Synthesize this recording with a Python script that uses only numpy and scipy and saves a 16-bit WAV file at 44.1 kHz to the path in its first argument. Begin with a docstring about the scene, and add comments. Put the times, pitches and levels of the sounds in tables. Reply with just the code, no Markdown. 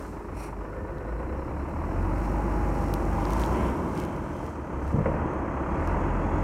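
"""Dump truck tipping soil

Outdoors on an earthworks site, one microphone near a six-cylinder diesel truck, a bulldozer idling behind.
The air brake puffs, the clutch groans and the truck revs up and pulls forward with its bed tipped: each
firing booms in the exhaust and knocks the block. Soil hisses and scrapes off the bed, clods drum and stones
tick on the steel. Late on, the hanging tailgate clanks and the engine pulls again. A wall echoes faintly."""
import sys
import numpy as np
from scipy import signal
from scipy.fft import rfft, irfft, next_fast_len
from scipy.io import wavfile
from scipy.ndimage import uniform_filter1d

SR = 44100
rng = np.random.default_rng(int(sys.argv[2]) if len(sys.argv) > 2 else 0)


def generate_wav(signal):
    """Clip the signal to [-1, 1] and save it as 16-bit WAV at the path in sys.argv[1]."""
    frames = np.transpose(np.atleast_2d(signal))
    scaled = np.clip(frames, -1, 1) * 32767
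    pcm = np.round(scaled).astype(np.int16)
    wavfile.write(sys.argv[1], SR, pcm)


N = 283563
T = np.arange(N) / SR
FFT_SIZE = next_fast_len(N, True)
HZ = np.fft.rfftfreq(FFT_SIZE, 1 / SR)
IDLE_HZ, RUMBLE_IDLE_DB = 25, -43.5  # the truck's firing rate and rumble at idle

# faint chirping in the background: start_s, length_s, chirps_per_s, pitch_hz, level_db
CHIRP_SPELL = (.775, 1.65, 9.6, 4060, -74)
# spectrum of the idling bulldozer: frequency_hz, level_db
DOZER_COLOUR = [(20, -28), (40, -1), (80, 6.5), (115, -13), (220, -20), (320, -2), (450, -5), (700, -12),
                (1000, -9), (1600, -19), (2600, -29.5), (3600, -46), (15000, -86)]
# spectrum of a thin trickle of soil: frequency_hz, level_db
TRICKLE_COLOUR = [(1500, -13), (3500, -7), (4150, -1.5), (4900, -3), (5500, 0.5), (6400, -2), (7400, -1),
                  (9600, -4), (10400, -7.5), (12000, -6.5), (15500, -13.5)]
# spectrum of a full slide: frequency_hz, level_db
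SLIDE_COLOUR = [(1500, 5), (3100, -0.5), (3600, -6.5), (4200, -0.5), (4950, -3), (5550, 3), (6000, 0),
                (6400, .5), (7500, -1.5), (9600, -2.5), (10400, -9.5), (11500, -4.5), (13500, -9.5),
                (15500, -13)]
# slides of loose soil: peak_s, rise_s, fall_s, level_db
SOIL_SLIDES = [(.02, 0.11, 0.12, -55.5), (2.25, 0.076, 0.093, -55), (2.82, 0.31, 0.67, -54.5),
               (3.42, 0.3, 0.18, -50.5), (3.98, 0.13, 0.086, -54.5), (4.46, 0.15, 0.072, -59),
               (4.88, 0.061, 0.078, -60), (5.88, 0.16, 0.13, -60), (6.42, 0.15, 0.1, -67)]
# showers of gravel on the steel: peak_s, rise_s, fall_s, level_db
GRAVEL_SHOWERS = [(3.33, 0.045, 0.05, -55), (3.42, 0.04, 0.065, -49.5), (3.99, 0.031, 0.052, -52)]
# falls of clods: peak_s, rise_s, fall_s, level_db
CLOD_FALLS = [(3.38, 0.26, 0.1, -33.5), (3.605, 0.032, 0.068, -26.5), (3.99, 0.092, 0.077, -32.5)]
# bed panels booming under the clods: pitch_hz, width_hz, level_db
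PANEL_MODES = [(155, 18, -2.5), (184, 19, -2.5), (213, 16, -1.5), (353, 22, 3.5)]
# the load scraping down the bed: start_s, length_s, attack_s, release_s, level_db
SCRAPE_SPELLS = [(3.08, .42, .12, .08, -52), (3.47, .26, .1, .04, -47.8), (3.68, .95, .06, .45, -56.5),
                 (3.93, .15, .04, .06, -55)]
# resonances of the scraped bed: pitch_hz, width_hz, level_db
BED_MODES = [(1590, 100, 8), (2160, 210, 9.5), (2620, 200, -1), (3020, 200, 0)]
# spectrum of the scrape's hiss: frequency_hz, level_db
SCRAPE_COLOUR = [(2000, -20), (4500, -3), (6000, 0), (9500, 1), (12000, -4), (15000, -16)]
# the steel floor moaning under the load: start_s, length_s, attack_s, release_s, level_db
FLOOR_MOAN = (3.14, .52, .05, .14, -39.5)
# resonances of that floor: pitch_hz, width_hz, level_db
FLOOR_MODES = [(897, 30, -8), (943, 58, 6), (1006, 24, 5)]
# stones striking the bed: start_s, level_db, pitch_hz, ring_strength
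STONE_HITS = [(0.984, -39, 4500, 1), (2.2395, -41, 6840, .5), (2.9395, -14, 5500, 0.42),
              (3.2535, -26.5, 5100, 1.7), (3.2982, -34, 5500, 1), (3.3064, -21.5, 4080, .3),
              (3.3228, -29, 6500, .4), (3.3345, -20, 7500, .3), (3.3692, -29, 6500, .4),
              (3.397, -20, 4200, .4), (3.404, -27, 8000, .15), (3.4085, -26, 7000, .3),
              (3.4172, -28, 6760, 1), (3.437, -23.5, 3460, 2.8), (3.4525, -30, 4000, 1),
              (3.462, -25, 6876, .4), (3.977, -24, 5800, .6), (4.001, -22, 7000, .3),
              (4.038, -29, 8500, .4), (4.051, -27, 7000, .4), (4.1638, -36, 6280, 0.77),
              (4.368, -40, 4260, 1), (4.441, -40, 9000, 0.32), (4.465, -34, 7600, 0.37),
              (4.8796, -36, 6000, .5), (4.992, -41, 12000, .5), (5.336, -40, 10980, .5),
              (5.8751, -29.5, 6570, 0.56)]
# blows of the hanging tailgate: start_s, level_db, contact_ms
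GATE_BLOWS = [(4.930, -33, 1.2), (4.940, -24, 2.2), (4.947, -26, 3.0), (4.956, -24.5, 2.6),
              (4.973, -22.3, 2.6), (4.987, -29, 1.8), (5.003, -24, 2.2), (5.026, -32, 1.0),
              (5.057, -25.3, .2), (5.065, -27.5, .55), (5.083, -31, .8), (5.110, -34, 1.0),
              (5.143, -32, 1.3), (5.219, -30, 1.5), (5.252, -33, 1.8)]
# ringing of the tailgate: pitch_hz, level_db, t60_s
GATE_MODES = [(107.9, -1.5, .1), (137.5, 3, .1), (165, 1.5, .08), (212, 2.5, .09), (310, -3, .06),
              (447, 1, .14), (505, 1, .1), (554, 2, .11), (665, -4, .07), (921, -8, .07), (1055, -11, .06),
              (1280, -11, .06), (1453, -13, .04), (1949, -19, .04), (2315, -17, .06), (2440, -15, .06)]
# the air brake's puff: peak_s, half_width_s, level_db
BRAKE_PUFF = (0.426, 0.051, -43)
# spectrum of the escaping air: frequency_hz, level_db
AIR_COLOUR = [(350, 1), (600, 16.5), (1100, 11.5), (1400, 8), (1650, -6), (2050, 5), (2450, 9), (2800, 0),
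              (3300, -16), (3900, -10), (4300, -1), (4750, -11), (5300, -6), (5650, 3.5), (6000, -6),
              (6450, -13), (7100, -7), (9200, -2.5), (11000, -9), (14200, -15), (16000, -22)]
# the clutch taking up: start_s, length_s, attack_s, release_s, level_db
CLUTCH_GROAN = (0.62, 0.8, 0.07, 0.04, -42.5)
# resonances of the slipping clutch: pitch_hz, width_hz, level_db
CLUTCH_MODES = [(501, 20, 1.5), (526, 13, -4.5), (976, 41, -6), (1456, 22, -10), (1780, 25, -12.5)]
# gear whine from the tipping pump: start_s, length_s, level_db
PUMP_WHINES = [(-.2, 1.3, -50), (1.2, .48, -49.5), (2.07, 1.26, -41.8), (3.2, .6, -46), (3.8, .4, -47)]
# centre and swell of the turbocharger's hiss: time_s, pitch_hz, swell_db
TURBO_SPOOL = [(0, 5400, 1), (.6, 5400, -2), (1.5, 5450, 2), (2.85, 5450, 1), (3.15, 5940, -6.5),
               (3.7, 6030, -6), (4.4, 6238, 0), (5.3, 6330, 0.5), (5.75, 6400, -3), (6.1, 6560, -2),
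               (6.43, 6650, 0)]
# speed of the truck's engine: time_s, firing_hz
ENGINE_SPEED = [(0.0, 24.97), (1.0, 24.97), (1.1, 26.6), (1.29, 31.4), (1.5, 33.7), (1.74, 37.05),
                (2.0, 44.8), (2.22, 49.5), (2.48, 51.1), (3.05, 47.8), (3.25, 49.2), (3.55, 61),
                (3.67, 62.5), (3.87, 54.2), (4.68, 33.6), (4.8, 33.6), (5.1, 40.3), (5.3, 35), (5.52, 32.2),
                (5.68, 34.5), (5.93, 43.6), (6.3, 43.3), (6.43, 46)]
# extra strain as the truck creeps forward, then pulls away from the heap: time_s, boost_db
ENGINE_STRAIN = [(0, -1.5), (2.6, 1.33), (3.3, 2), (4.2, -0.5), (4.62, -0.4), (4.76, 3), (4.98, 1.5),
                 (5.2, 7), (5.9, 6.5), (6.43, 5)]
# each cylinder's knock, in firing order: level_db
CYLINDER_KNOCKS = [0, 2.4, -2.2, .6, 2.6, -2.2]
# spectrum of the shaking engine and chassis: frequency_hz, level_db
RUMBLE_COLOUR = [(40, -25), (70, 12), (110, -3), (150, -1), (210, 1.5), (255, -4), (300, 3.5), (350, 2.5),
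                 (420, -13), (520, -7), (750, -32), (1500, -77)]
# spectrum of the diesel knock: frequency_hz, level_db
KNOCK_COLOUR = [(250, -1), (480, -4.5), (620, -1), (730, -5.5), (880, -2), (1000, -4), (1200, -6),
                (1600, -15), (2000, -19), (2600, -21.5), (3100, -28.5), (3600, -69), (6000, -58),
                (15000, -80)]
# spectrum of the knocks that ring the block: frequency_hz, level_db
BLOCK_DRIVE_COLOUR = [(150, -4), (300, 10.0), (2000, -1.0), (3500, -21.0)]
# ringing of the engine block: pitch_hz, width_hz, level_db
BLOCK_MODES = [(310, 120, -6.5), (435, 60, -17), (544, 35, -9.5), (626, 52, -9.5), (963, 74, 0.5),
               (1130, 44, -11.5), (1300, 140, -13.5), (1446, 31, -13), (1974, 22, -16)]
# spectrum of turbulent gas in the exhaust pipe: frequency_hz, level_db
PIPE_COLOUR = [(22, -45), (30, -21), (37, -4), (45, -2), (62, 0), (84, 0), (105, -3), (140, -6)]
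# how strongly the pipe passes a tone: pitch_hz, level_db
PIPE_RESPONSE = [(25, -63), (30, -44), (37, -42.5), (44, -30.5), (54, -29), (66, -31), (90, -29.5),
                 (97, -33.5), (102, -38.5), (130, -46)]
# weaker exhaust tones, against the rumble at high revs: firing_multiple, level_db
EXHAUST_OVERTONES = [(1.5, -9), (2.5, -16.5), (3, -10), (3.5, -14), (4, -17.5), (4.5, -18), (6, -17),
                     (7, -14.5)]


def gain_of(db):
    """Decibels to amplitude."""
    return 10 ** (np.asarray(db) / 20)


def unit_rms(x):
    """Scales to an rms of one."""
    return x / np.sqrt(np.mean(x ** 2) + 1e-20)


def noise():
    """White noise."""
    return rng.standard_normal(N)


def impulses(per_s):
    """Single-sample clicks at random times."""
    return rng.random(N) < per_s / SR


def filtered(x, response):
    """Applies a frequency response given on HZ."""
    return irfft(rfft(x, FFT_SIZE) * response, FFT_SIZE)[:N]


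def butterworth(x, order, corner_hz, kind="low"):
    """A causal low-, high- or band-pass."""
    return signal.sosfilt(signal.butter(order, corner_hz, kind, fs=SR, output="sos"), x)


def shelved(x, corner_hz, db):
    """Changes the treble above a corner by a gain that may move in time."""
    treble = filtered(x, 1 / (1 + (corner_hz / (HZ + 1)) ** 8))
    return x + (gain_of(db) - 1) * treble


def coloured(x, colour):
    """Filters by a spectrum that falls steeply past its last point; rms one."""
    hz, db = np.transpose(colour)
    shape = gain_of(np.interp(np.log(HZ + 1), np.log(hz), db))
    return unit_rms(filtered(x, shape / np.maximum(HZ / hz[-1], 1) ** 4))


def resonances(x, modes):
    """Passes x through a bank of resonances; rms one."""
    response = sum(gain_of(db) / np.sqrt(width) * 1j * HZ * width / (hz ** 2 - HZ ** 2 + 1j * HZ * width)
                   for hz, width, db in modes)
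    return unit_rms(filtered(x, response))


def rubbed(modes, slips_per_s):
    """Many small slips or knocks ring a body's resonances; rms one."""
    ring = resonances(noise() * impulses(slips_per_s), modes)
    top_hz = 1.08 * max(hz for hz, _, _ in modes)
    return unit_rms(butterworth(ring, 6, top_hz))


def drift(rate_hz):
    """Slow random motion up to a rate; rms one."""
    return unit_rms(filtered(noise(), 1 / (1 + (HZ / rate_hz) ** 4)))


def noise_band(cycles, half_width_hz):
    """Narrow noise around a tone whose phase is given in cycles."""
    return ((drift(half_width_hz) + 1j * drift(half_width_hz)) * np.exp(2j * np.pi * cycles)).real


def steadied(x):
    """Irons out a noise's chance swells, so that like blows come out equally strong."""
    return x / np.sqrt(abs(uniform_filter1d(x ** 2, size=SR // 200)) + 1e-9)


def curves(rows):
    """One value a sample for each column after a table's time column."""
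    times, *columns = np.transpose(rows)
    return [np.interp(T, times, column) for column in columns]


def lagged(x, lag_s):
    """Follows a control with inertia."""
    return x[0] + signal.lfilter([1], [lag_s * SR, 1 - lag_s * SR], x - x[0])


def held(start_s, length_s, attack_s, release_s, db):
    """An envelope that rises, holds and falls."""
    ramps = np.minimum((T - start_s) / attack_s, (start_s + length_s - T) / release_s)
    return gain_of(db) * np.clip(ramps, 0, 1)


def surges(rows):
    """An envelope of surges that each build to a peak and die away; their powers add."""
    each = [gain_of(db) * np.exp(-np.maximum((peak_s - T) / rise_s, (T - peak_s) / fall_s))
            for peak_s, rise_s, fall_s, db in rows]
    return np.linalg.norm(each, axis=0)


def bursts(firings, decay, floor):
    """An envelope that jumps at each firing and decays over a share of the gap to the next."""
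    return floor + np.exp(-(firings % 1) / decay)


def add(mix, start_s, sound):
    """Mixes a sound in at a time."""
    part = mix[round(start_s * SR):][:len(sound)]
    part += sound[:len(part)]


def pedal(firing_hz, pull_hz_per_s=53, coast_hz_per_s=34):
    """Shares 0-1 of pulling (speed climbing) and coasting (fuel cut, speed falling)."""
    climb = lagged(np.gradient(firing_hz) * SR, lag_s=.065)
    return np.clip(climb / pull_hz_per_s, 0, 1), np.clip(-climb / coast_hz_per_s, 0, 1) ** 2


def chirps(fade_s=.15):
    """Faint, even chirping at the back of the site, perhaps an insect in the scrub."""
    start_s, length_s, per_s, hz, db = CHIRP_SPELL
    pulses = abs(np.cos(np.pi * per_s * (T - start_s))) ** 2.9
    return held(start_s, length_s, fade_s, fade_s, db) * pulses * noise_band(hz * T, half_width_hz=170)


def bulldozer(firing_hz=40.9, level_db=-42):
    """A six-cylinder engine idles a little way off, loping once every six firings."""
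    firings = np.cumsum(firing_hz * (1 + .0033 * drift(2.8))) / SR
    lope = gain_of(2.2 * np.sin(np.pi * firings / 3))
    return gain_of(level_db) * coloured(noise() * lope * bursts(firings, decay=.75, floor=1), DOZER_COLOUR)


def soil(firing_hz, trickle_db=-69, shaken_idle_db=-81, db_per_octave=20):
    """Soil trickles, slides and is shaken loose by the engine: crumbs and pebbles over a fine hiss."""
    _, coast = pedal(firing_hz)
    shaken = gain_of(shaken_idle_db + db_per_octave * np.log2(firing_hz / IDLE_HZ) - 3 * coast)
    level = np.sqrt(gain_of(trickle_db) ** 2 + shaken ** 2 + surges(SOIL_SLIDES) ** 2)
    crumbs = rng.choice([-1, 1], N) * impulses(per_s=700)
    crumbs = crumbs * gain_of(3 * np.minimum(rng.exponential(1, N), 4.5))
    pebbles = impulses(per_s=28) * gain_of(18 + 7 * rng.random(N))
    flow = np.clip((20 * np.log10(level) + 65) / 9, 0, 1)  # 0 a thin trickle, 1 a broad slide
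    grains = noise() + .55 * unit_rms(crumbs) + np.sqrt(flow) * pebbles
    return level * ((1 - flow) * coloured(grains, TRICKLE_COLOUR) + flow * coloured(grains, SLIDE_COLOUR))


def gravel():
    """Small pebbles of unequal size crackle densely on the steel."""
    sizes = gain_of(4.5 * np.minimum(rng.exponential(1, N), 3))
    pebbles = rng.choice([-1, 1], N) * sizes * impulses(per_s=1200)
    return surges(GRAVEL_SHOWERS) * coloured(pebbles, SLIDE_COLOUR)


def scraping(hiss_db=-18):
    """The load drags on the steel bed: the floor moans and a gritty scrape swells and fades."""
    roughness = gain_of(.5 * drift(64))
    grit = rubbed(BED_MODES, slips_per_s=3800) + gain_of(hiss_db) * coloured(noise(), SCRAPE_COLOUR)
    moan = held(*FLOOR_MOAN) * rubbed(FLOOR_MODES, slips_per_s=6300)
    return moan + sum(held(*spell) for spell in SCRAPE_SPELLS) * roughness * grit


def clods():
    """Heavy lumps drum on the panels of the bed."""
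    drumming = rubbed(PANEL_MODES, slips_per_s=440)
    return surges(CLOD_FALLS) * unit_rms(np.tanh(drumming / 2))


def stones():
    """Hard, dead ticks on the bed: one sharp snap, a very short ring and a little crumbling."""
    out, t = np.zeros(N), T[:900]
    snap = 1.28 * (t == 0)
    for start_s, db, hz, strength in STONE_HITS:
        crumble = .13 * rng.standard_normal(len(t)) * np.exp(-t / .0014)
        ring = strength * np.sin(2 * np.pi * hz * t) * np.exp(-t / (.000088 * (1 + strength)))
        tick = snap + ring + crumble
        add(out, start_s, gain_of(db) * tick / abs(tick).max())
    return butterworth(out, 2, [2200, 14000], "band")


def tailgate(hinge_rattle=.5):
    """Soft blows on soil wake the gate's low modes, steel on steel the higher ones; the hinges rattle."""
    out, t = np.zeros(N), T[:SR // 2]
    for start_s, db, contact_ms in GATE_BLOWS:
        corner_hz = 1000 / (2 * contact_ms)  # a shorter contact is brighter
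        blow = np.zeros(len(t))
        for hz, mode_db, t60_s in GATE_MODES:
            ring = np.sin(2 * np.pi * hz * t * (1 + .02 * rng.standard_normal()))
            woken = 1 / np.hypot(1, (hz / corner_hz) ** 2) / np.hypot(1, .1 * corner_hz / hz)
            blow += gain_of(mode_db - 60 * t / t60_s) * ring * rng.choice([-1, 1]) * woken
        rattle = butterworth(rng.standard_normal(len(t)), 5, np.clip(corner_hz, 200, 2500))
        rattle = unit_rms(rattle) * np.exp(-t / .011)
        add(out, start_s, gain_of(db) * (blow / np.std(blow[:SR // 50]) + hinge_rattle * rattle))
    return butterworth(out, 12, 2600)


def air_brake(flutter_db=1.2, flutter_hz=45, abruptness=3.4):
    """A short, fluttering gush swells and fades as the release valve opens and shuts."""
    peak_s, half_width_s, db = BRAKE_PUFF
    valve = 1 / (1 + abs((T - peak_s) / half_width_s) ** abruptness)
    return gain_of(db + flutter_db * drift(flutter_hz)) * valve * coloured(noise(), AIR_COLOUR)


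def clutch():
    """The plates slip and groan as the drive takes up."""
    return held(*CLUTCH_GROAN) * rubbed(CLUTCH_MODES, slips_per_s=2400)


def pump(firings, meshes_per_firing=16.5, attack_s=.2, release_s=.14):
    """The tipping pump's teeth mesh in step with the crankshaft; play in the gears wavers the whine."""
    level = sum(held(start_s, length_s, attack_s, release_s, db) for start_s, length_s, db in PUMP_WHINES)
    waver = gain_of(2.1 * drift(14))
    return np.sqrt(2) * level * waver * np.sin(2 * np.pi * meshes_per_firing * firings + .22 * drift(25))


def turbo(knock_db, offset_db=-37, low_band_db=2, waver_db=2):
    """Two bands of hiss, an octave apart, climb as the rotor spins up; inertia lags them behind the knock."""
    centre_hz, swell_db = curves(TURBO_SPOOL)
    cycles = np.cumsum(centre_hz) / SR
    high = noise_band(cycles, half_width_hz=380)
    low = noise_band(cycles / 2, half_width_hz=220)
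    level_db = lagged(knock_db, lag_s=.55) + offset_db + swell_db + waver_db * drift(6)
    return gain_of(level_db) * (high + gain_of(low_band_db) * low)


def pipe_boom(rumble_db, coast, idle_db=-43):
    """Turbulent gas roughens the exhaust, growing gently with load and easing when the fuel is cut."""
    level_db = idle_db + .46 * (rumble_db - RUMBLE_IDLE_DB) - 3 * coast
    return gain_of(level_db) * coloured(noise(), PIPE_COLOUR)


def exhaust(firings, firing_hz, coast, rumble_db):
    """Low tones sweep through the pipe's response; two uneven manifolds add half orders with the revs."""
    pipe_hz, pipe_db = np.transpose(PIPE_RESPONSE)
    phase = 2 * np.pi * firings
    idling = np.clip(1 - (firing_hz - IDLE_HZ) / 6, 0, 1)
    revved = np.clip((firing_hz - 30) / 18, .1, 1)
    boom_db = np.interp(firing_hz, pipe_hz, pipe_db) - 27 * coast
    octave_db = np.interp(2 * firing_hz, pipe_hz, pipe_db) - 4 - 7.5 * idling - 13 * coast
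    boom = gain_of(boom_db + .8 * drift(11)) * np.sin(phase)
    octave = gain_of(octave_db + 1.2 * drift(13)) * np.sin(2 * phase + 2 * np.pi * rng.random())
    upper = sum(gain_of(db + 1.6 * drift(8.7)) * np.sin(multiple * phase + 2 * np.pi * rng.random())
                for multiple, db in EXHAUST_OVERTONES)
    return np.sqrt(2) * (boom + octave + gain_of(rumble_db) * revved * upper)


def chassis_rumble(strokes, rumble_db):
    """Each firing shakes the chassis; part of the shaking repeats with every four-stroke cycle."""
    cycles = strokes / len(CYLINDER_KNOCKS)
    repeating = sum(np.cos(2 * np.pi * (order * cycles + rng.random())) for order in range(20, 100))
    shakes = bursts(strokes, decay=.48, floor=.48) * noise()
    return gain_of(rumble_db) * coloured(shakes + .36 * unit_rms(repeating), RUMBLE_COLOUR)


def diesel_knock(strokes, knock_db, coast, rise_s=.0095, block_db=-7):
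    """Each firing knocks and rings the block; the knocks merge under load and soften when coasting."""
    cylinder = gain_of(CYLINDER_KNOCKS)[np.floor(strokes).astype(int) % len(CYLINDER_KNOCKS)]
    smear = (1 + coast) * np.maximum(gain_of(knock_db + 45), 1) ** 1.05
    knocks = cylinder ** (1 / smear) * bursts(strokes, decay=.22 * smear, floor=.125)
    knocks = uniform_filter1d(knocks, size=round(rise_s * SR))
    knocks /= np.sqrt(uniform_filter1d(knocks ** 2, size=SR // 4))  # same power however smeared
    clatter = coloured(knocks * steadied(filtered(noise(), 1 / (1 + (HZ / 3000) ** 8))), KNOCK_COLOUR)
    # the block answers mostly to the top of each knock
    punches = knocks ** 1.35 * steadied(filtered(noise(), HZ < 2200))
    ring = resonances(coloured(punches, BLOCK_DRIVE_COLOUR), BLOCK_MODES)
    metal = clatter + gain_of(block_db) * ring
    return gain_of(knock_db) * shelved(metal, corner_hz=1300, db=-3.5 * coast)


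def truck_engine(firing_hz, knock_idle_db=-43.5):
    """The diesel, up front on the microphone, grows with speed and strain and eases when coasting."""
    octaves = np.log2(firing_hz / IDLE_HZ)
    strain_db = curves(ENGINE_STRAIN)[0]
    pull, coast = pedal(firing_hz)
    rumble_db = RUMBLE_IDLE_DB + 9.5 * octaves + .56 * strain_db - .5 * coast
    knock_db = knock_idle_db + 7.5 * octaves + strain_db + .8 * pull - .4 * coast
    firings = np.cumsum(firing_hz * (1 + .001 * drift(10))) / SR
    strokes = firings - .17  # shake and knock fall just behind the exhaust tone
    pipe = exhaust(firings, firing_hz, coast, rumble_db) + pipe_boom(rumble_db, coast)
    body = chassis_rumble(strokes, rumble_db) + diesel_knock(strokes, knock_db, coast)
    return pipe + body + pump(firings) + turbo(knock_db)


def scene(wall_delay_s=.041, wall_db=-14):
    """The site from one spot in the open; all but the stones echo faintly off the boundary wall."""
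    firing_hz = curves(ENGINE_SPEED)[0]
    distance_db = -3 * np.maximum(T - 3.7, 0)  # soil and gravel dull as the truck draws away
    hiss = shelved(soil(firing_hz) + gravel(), corner_hz=10000, db=distance_db)
    earth = hiss + clods() + scraping()
    site = truck_engine(firing_hz) + clutch() + air_brake() + tailgate() + bulldozer() + earth + chirps()
    reflected = butterworth(site, 1, [200, 3000], "band")
    echo = gain_of(wall_db) * np.interp(T - wall_delay_s, T, reflected, left=0)
    return (site + stones() + echo)[None]


def record(dry, low_cut_hz=29, top_hz=15900):
    """The mono microphone's bass roll-off, then the band limit."""
    thinned = butterworth(dry, 6, low_cut_hz, "high")
    band_limit = signal.firwin(511, top_hz, window=("kaiser", 9), fs=SR)
    return signal.oaconvolve(thinned, band_limit[None], "same")


dry = scene()
out = record(dry)
generate_wav(out)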